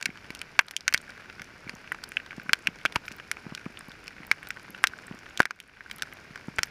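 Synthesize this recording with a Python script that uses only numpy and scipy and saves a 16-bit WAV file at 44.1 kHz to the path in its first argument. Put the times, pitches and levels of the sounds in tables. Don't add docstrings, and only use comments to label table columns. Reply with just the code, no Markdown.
import sys
import numpy as np
from scipy import signal
from scipy.io import wavfile
from scipy.ndimage import uniform_filter1d, minimum_filter1d

SR = 44100
rng = np.random.default_rng(int(sys.argv[2]) if len(sys.argv) > 2 else 0)


def wrap_up_sound(samples):
    columns = np.atleast_2d(samples).T
    tamed = np.clip(columns, -1, 1)
    steps = np.round(tamed * 32767).astype(np.int16)
    wavfile.write(sys.argv[1], SR, steps)


N = 295470
TIME_S = np.arange(N) / SR
WASH_RMS_DB, PATTER_RMS_DB = -55.5, -58


def from_db(db):
    return 10 ** (np.asarray(db) / 20)


def rms_one(x):
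    return x / np.sqrt(np.mean(x ** 2) + 1e-20)


def at_hz(points, hz):
    points_hz, points_db = np.array(points).T
    return np.interp(np.log(hz), np.log(points_hz), points_db)


def band(x, low_hz, high_hz, order=2):
    edges_hz = [min(low_hz, .4 * SR), min(high_hz, .45 * SR)]
    sos = signal.butter(order, edges_hz, "band", fs=SR, output="sos")
    return signal.sosfilt(sos, x + 1e-18)


def add(track, start_s, sound):
    at = max(0, round(start_s * SR))
    track[at:at + len(sound)] += sound[:max(0, N - at)]


def impacts(per_s, spread_db, largest):
    when, size, sign = rng.random((int(per_s * N / SR), 3)).T
    heights_db = spread_db * np.minimum(-np.log(1 - size), largest)
    heights = from_db(heights_db) * np.sign(sign - .5)
    return np.bincount((when * N).astype(int), heights, minlength=N)


def resonate(x, hz, width_hz, lift_db):
    hz = min(hz, .4 * SR)
    b, a = signal.iirpeak(hz, hz / width_hz, fs=SR)
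    return x + (from_db(lift_db) - 1) * signal.lfilter(b, a, x + 1e-18)


def case(x):
    # centre_hz, width_hz, lift_db
    resonances = [(1513, 227, 10), (2284, 316, 4), (2986, 1540, 6), (4560, 210, 1.5), (5440, 1220, 6),
                  (9660, 800, 4)]
    for hz, width_hz, lift_db in resonances:
        x = resonate(x, hz, width_hz, lift_db)
    return x


def far_wash(grain=.35):
    # pitch_hz, relative_level_db_per_hz
    spectrum = [(25, 2), (70, 6), (190, 5), (450, -1), (1100, -12.5), (1600, -12.5), (2300, -7),
                (3500, -28), (5300, -4.5), (6800, -35), (12000, -25.5), (16000, -97)]
    edges_hz = 20 * 2 ** np.arange(0, 10.1, .5)
    rain = []
    for _ in range(2):
        clicks = rms_one(impacts(1400, 4.3, largest=1.8))
        rain.append(rng.standard_normal(N) + grain * clicks)
    out = 0
    for k, (low_hz, high_hz) in enumerate(zip(edges_hz, edges_hz[1:])):
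        gain = from_db(at_hz(spectrum, np.sqrt(low_hz * high_hz)))
        out = out + gain * band(rain[k % 2], low_hz, high_hz)
    return rms_one(out)


def patter(per_s=1250, spread_db=4.5, crunch_s=0.001, pitches=26):
    # pitch_hz, relative_grain_level_db
    spectrum = [(200, 3), (450, 8), (1000, 9), (1600, 5.5), (2300, 4), (3400, -12), (5300, 1.5),
                (7200, -12), (10000, -9), (13000, -27)]
    out, t = 0, TIME_S[:512]
    for hz in np.geomspace(200, 13000, num=pitches):
        crunch = rng.standard_normal(len(t)) * np.exp(-t / crunch_s)
        grain = rms_one(band(crunch, hz / 2.12, hz * 1.504))
        hits = impacts(per_s / pitches, spread_db, largest=2.6)
        out = out + from_db(at_hz(spectrum, hz)) * signal.oaconvolve(hits, grain)[:N]
    return rms_one(out)


def stone(level_db, knock_hz, ring_hz, crack_db, thud_db, crunch=0.11, crunch_s=0.0021, splinter=0.1,
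          touches_per_s=900, scatter=0.015, scatter_s=0.0093, knock_width_hz=1200, ring_db=9):
    t = TIME_S[:1536]
    blow, decay = t == 0, np.exp(-t / crunch_s)
    grit = rng.standard_normal((3, len(t)))
    touches = grit[2] * (rng.random(len(t)) < touches_per_s / SR)
    settling = scatter * rms_one(touches) * np.exp(-t / scatter_s)
    force = rms_one(blow + crunch * grit[0] * decay + settling)
    fracture = rms_one(blow + splinter * grit[1] * decay + .5 * settling)

    knock = band(force, knock_hz, knock_hz + knock_width_hz)
    crack = from_db(crack_db) * band(fracture, 2500, 6570, order=1)
    thud = from_db(thud_db) * band(force, 100, 570, order=1)
    hit = case(resonate(knock + crack - thud, ring_hz, ring_hz / 5, ring_db))
    return from_db(level_db) * hit / np.sqrt(np.sum(hit ** 2) / (.003 * SR))


def spot_hz(chance, low_hz=1500, high_hz=6500):
    return low_hz * (high_hz / low_hz) ** (chance ** 2)


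def stray_stones(count=140, faint_db=-44.5, range_db=12, lowest_hz=830, crack_db=-26,
                 crack_range_db=22, crunch=0.24):
    out = np.zeros(N)
    for when, size, pitch, spot, hard in rng.random((count, 5)):
        level_db = faint_db + range_db * size ** 3
        knock_hz = lowest_hz * 2 ** pitch
        hardness_db = crack_db + crack_range_db * hard ** 2
        tap = stone(level_db, knock_hz, spot_hz(spot), hardness_db, thud_db=-3, crunch=crunch)
        add(out, when * N / SR, tap)
    return out


def ice_chips(count=55, faint_db=-62, range_db=14, low_hz=4500, high_hz=14500, width=1.12,
              decay_s=0.00061):
    out, t = np.zeros(N), TIME_S[:512]
    for when, size, pitch in rng.random((count, 3)):
        hz = low_hz * (high_hz / low_hz) ** pitch
        burst = rng.standard_normal(len(t)) * np.exp(-t / decay_s)
        tick = rms_one(band(burst, hz / width, hz * width, order=1))
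        add(out, when * N / SR, from_db(faint_db + range_db * size ** 3) * tick)
    return out


def fabric_thumps(count=12, faint_db=-41.5, range_db=4.5, fabric_hz=165, decay_s=0.0027, rise_s=0.003,
                  sag=1.0, sag_s=0.0027, slap=0.41, slap_s=0.0029):
    thumps = list([(0.090, -33, 159), (1.668, -36.5, 145), (2.380, -29.5, 162), (2.490, -39, 145),
                   (2.685, -31, 155), (2.961, -28.5, 78.5), (3.465, -30.5, 147), (3.522, -31, 149),
                   (3.662, -25.5, 157), (5.111, -29.5, 155), (6.483, -26.5, 150), (6.588, -28, 73.6)])
    for when, size, pitch in rng.random((count, 3)):
        hz = fabric_hz * 2 ** ((pitch - .5) / 2)
        thumps.append((when * N / SR, faint_db + range_db * size, hz))

    out, t = np.zeros(N), TIME_S[:2048]
    for start_s, peak_db, hz in thumps:
        falling_hz = hz * (1 + sag * np.exp(-t / sag_s))
        phase = 2 * np.pi * np.cumsum(falling_hz) / SR
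        swing = np.sin(phase) * (1 - np.exp(-t / rise_s)) * np.exp(-t / decay_s)
        touch = rms_one(band(rng.standard_normal(len(t)), 600, 1250)) * np.exp(-t / slap_s)
        add(out, start_s, from_db(peak_db) * (swing / np.abs(swing).max() + slap * touch))
    return out


def near_stones():
    # start_s, level_over_3_ms_db, knock_low_edge_hz, spot_ring_hz, icy_crack_db, ground_thud_db
    blows = [(0.0266, -26.5, 1700, 6840, -6, -33.0), (0.0571, -20.5, 1920, 2360, 6.5, -1),
             (0.0597, -22, 1790.0, 1800, -2, 2), (0.3046, -30, 1880, 2920, -17, 13),
             (0.35, -36, 2630.0, 10700.0, 4, 6.0), (0.4157, -28.5, 2010, 8800, -11, -16),
             (0.5918, -1, 806, 2850, -15, -19), (0.684, -32.5, 820.0, 3880, -8, -13.0),
             (0.7105, -29, 1740.0, 12700.0, 1, 4), (0.7655, -16.0, 2520.0, 6760, -3.5, -37),
             (0.808, -34.5, 1580, 4900.0, 9.0, -23.0), (0.8798, -10, 1410.0, 6400, -12.5, -30.0),
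             (0.926, -26.5, 1810, 1110, -9, -4), (0.9396, -17.5, 4120, 13200, -3.5, -32),
             (0.9446, -10.5, 1890, 1840, -7.5, -5), (0.977, -29, 1220, 3300.0, -2, -25.0),
             (1.2994, -36.5, 1540, 4900.0, -43, -4), (1.4187, -39, 2000, 10760, -5, 0),
             (1.6948, -29, 1750, 4750, -12, -1.5), (1.919, -21.5, 1020, 1870, -23, -8.0),
             (2.0388, -31, 940, 4900.0, 0.5, -23.0), (2.119, -33.5, 1620.0, 7000.0, -13, -5.0),
             (2.1696, -17, 1510, 2830, -21, -42), (2.4939, -20.5, 1330.0, 2110, -36.0, -0.5),
             (2.5328, -9, 1160, 3100.0, -6, -13.5), (2.6718, -14.0, 2000, 1390, -13.0, -17.5),
             (2.8526, -15.0, 970, 720, -18, -12), (2.8592, -17.0, 2310, 1390, -13.5, -6),
             (2.9548, -36, 900, 1640, -16, -26), (2.9588, -17.5, 1020, 2920, -14, -21),
             (2.962, -20.5, 1500, 960, -12, 14.5), (3.081, -29, 1370, 5770, -24, -32.0),
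             (3.1172, -37.5, 1750, 7050, -13, -28.0), (3.199, -34, 1410, 1440, -32, -5),
             (3.3147, -20.5, 1380, 10700, -7, -31), (3.55, -30.0, 2740, 1400.0, 6, 1),
             (4.0797, -32.5, 1650, 5070, -10, -19), (4.3144, -10.5, 1290, 2180, -10.0, -8),
             (4.429, -36.0, 1060, 3070, -22.0, -26.0), (4.5054, -25.0, 1290, 5600.0, -23, -27),
             (4.84, -8.5, 940, 3670, -15, -18.5), (4.8712, -22.0, 2900, 1850, 5, -34.0),
             (5.375, -28.5, 2860.0, 7000.0, -4.0, -2.0), (5.3949, -27.0, 1190.0, 600.0, -10, -35.0),
             (5.403, 2.5, 850, 1580, -14, 3.5), (5.4187, -23, 1730, 10400.0, -9, 1),
             (5.43, -22.5, 1180, 3360, -12, -17), (5.4549, -13, 1310.0, 1850, -11.5, -2),
             (5.5084, -17, 940.0, 5800, -18.0, -17), (5.602, -27.5, 2450, 11000.0, -10, -13),
             (5.8072, -31.5, 1000, 1860, -27, -13.0), (5.913, -28.5, 1450, 2950, -1.5, -35.0),
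             (6.0223, -22, 1260, 1630, 7, -22), (6.5854, -19.5, 1640, 814, -12.5, -3.5),
             (6.59, -19, 1510, 3470, -14, 6), (6.6325, -17.5, 1430, 6100, -3.5, -17)]
    out = np.zeros(N)
    for start_s, *blow in blows:
        add(out, start_s, stone(*blow))
    return out


def scene():
    around = from_db(WASH_RMS_DB) * far_wash() + from_db(PATTER_RMS_DB) * patter()
    mix = case(around) + stray_stones() + ice_chips() + fabric_thumps() + near_stones()
    return mix[None]


def record(dry, threshold_db=-7.0, hold_s=0.2, release_db_per_s=25, cutoff_hz=15400):
    power = uniform_filter1d(dry[0] ** 2, size=132)
    over_db = np.maximum(10 * np.log10(np.maximum(power, 1e-12)) - threshold_db, 0)
    release_db = release_db_per_s * TIME_S
    duck_db = np.maximum.accumulate(over_db + release_db) - release_db
    half = int(hold_s * SR / 2)
    held = minimum_filter1d(from_db(-duck_db), size=2 * half + 1, origin=half)
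    gain = minimum_filter1d(held, size=132)
    clipped = np.clip(dry * gain, -1, 1)
    low_pass = signal.ellip(10, .1, 90, cutoff_hz, fs=SR, output="sos")
    return signal.sosfilt(low_pass, clipped)


dry = scene()
out = record(dry)
wrap_up_sound(out)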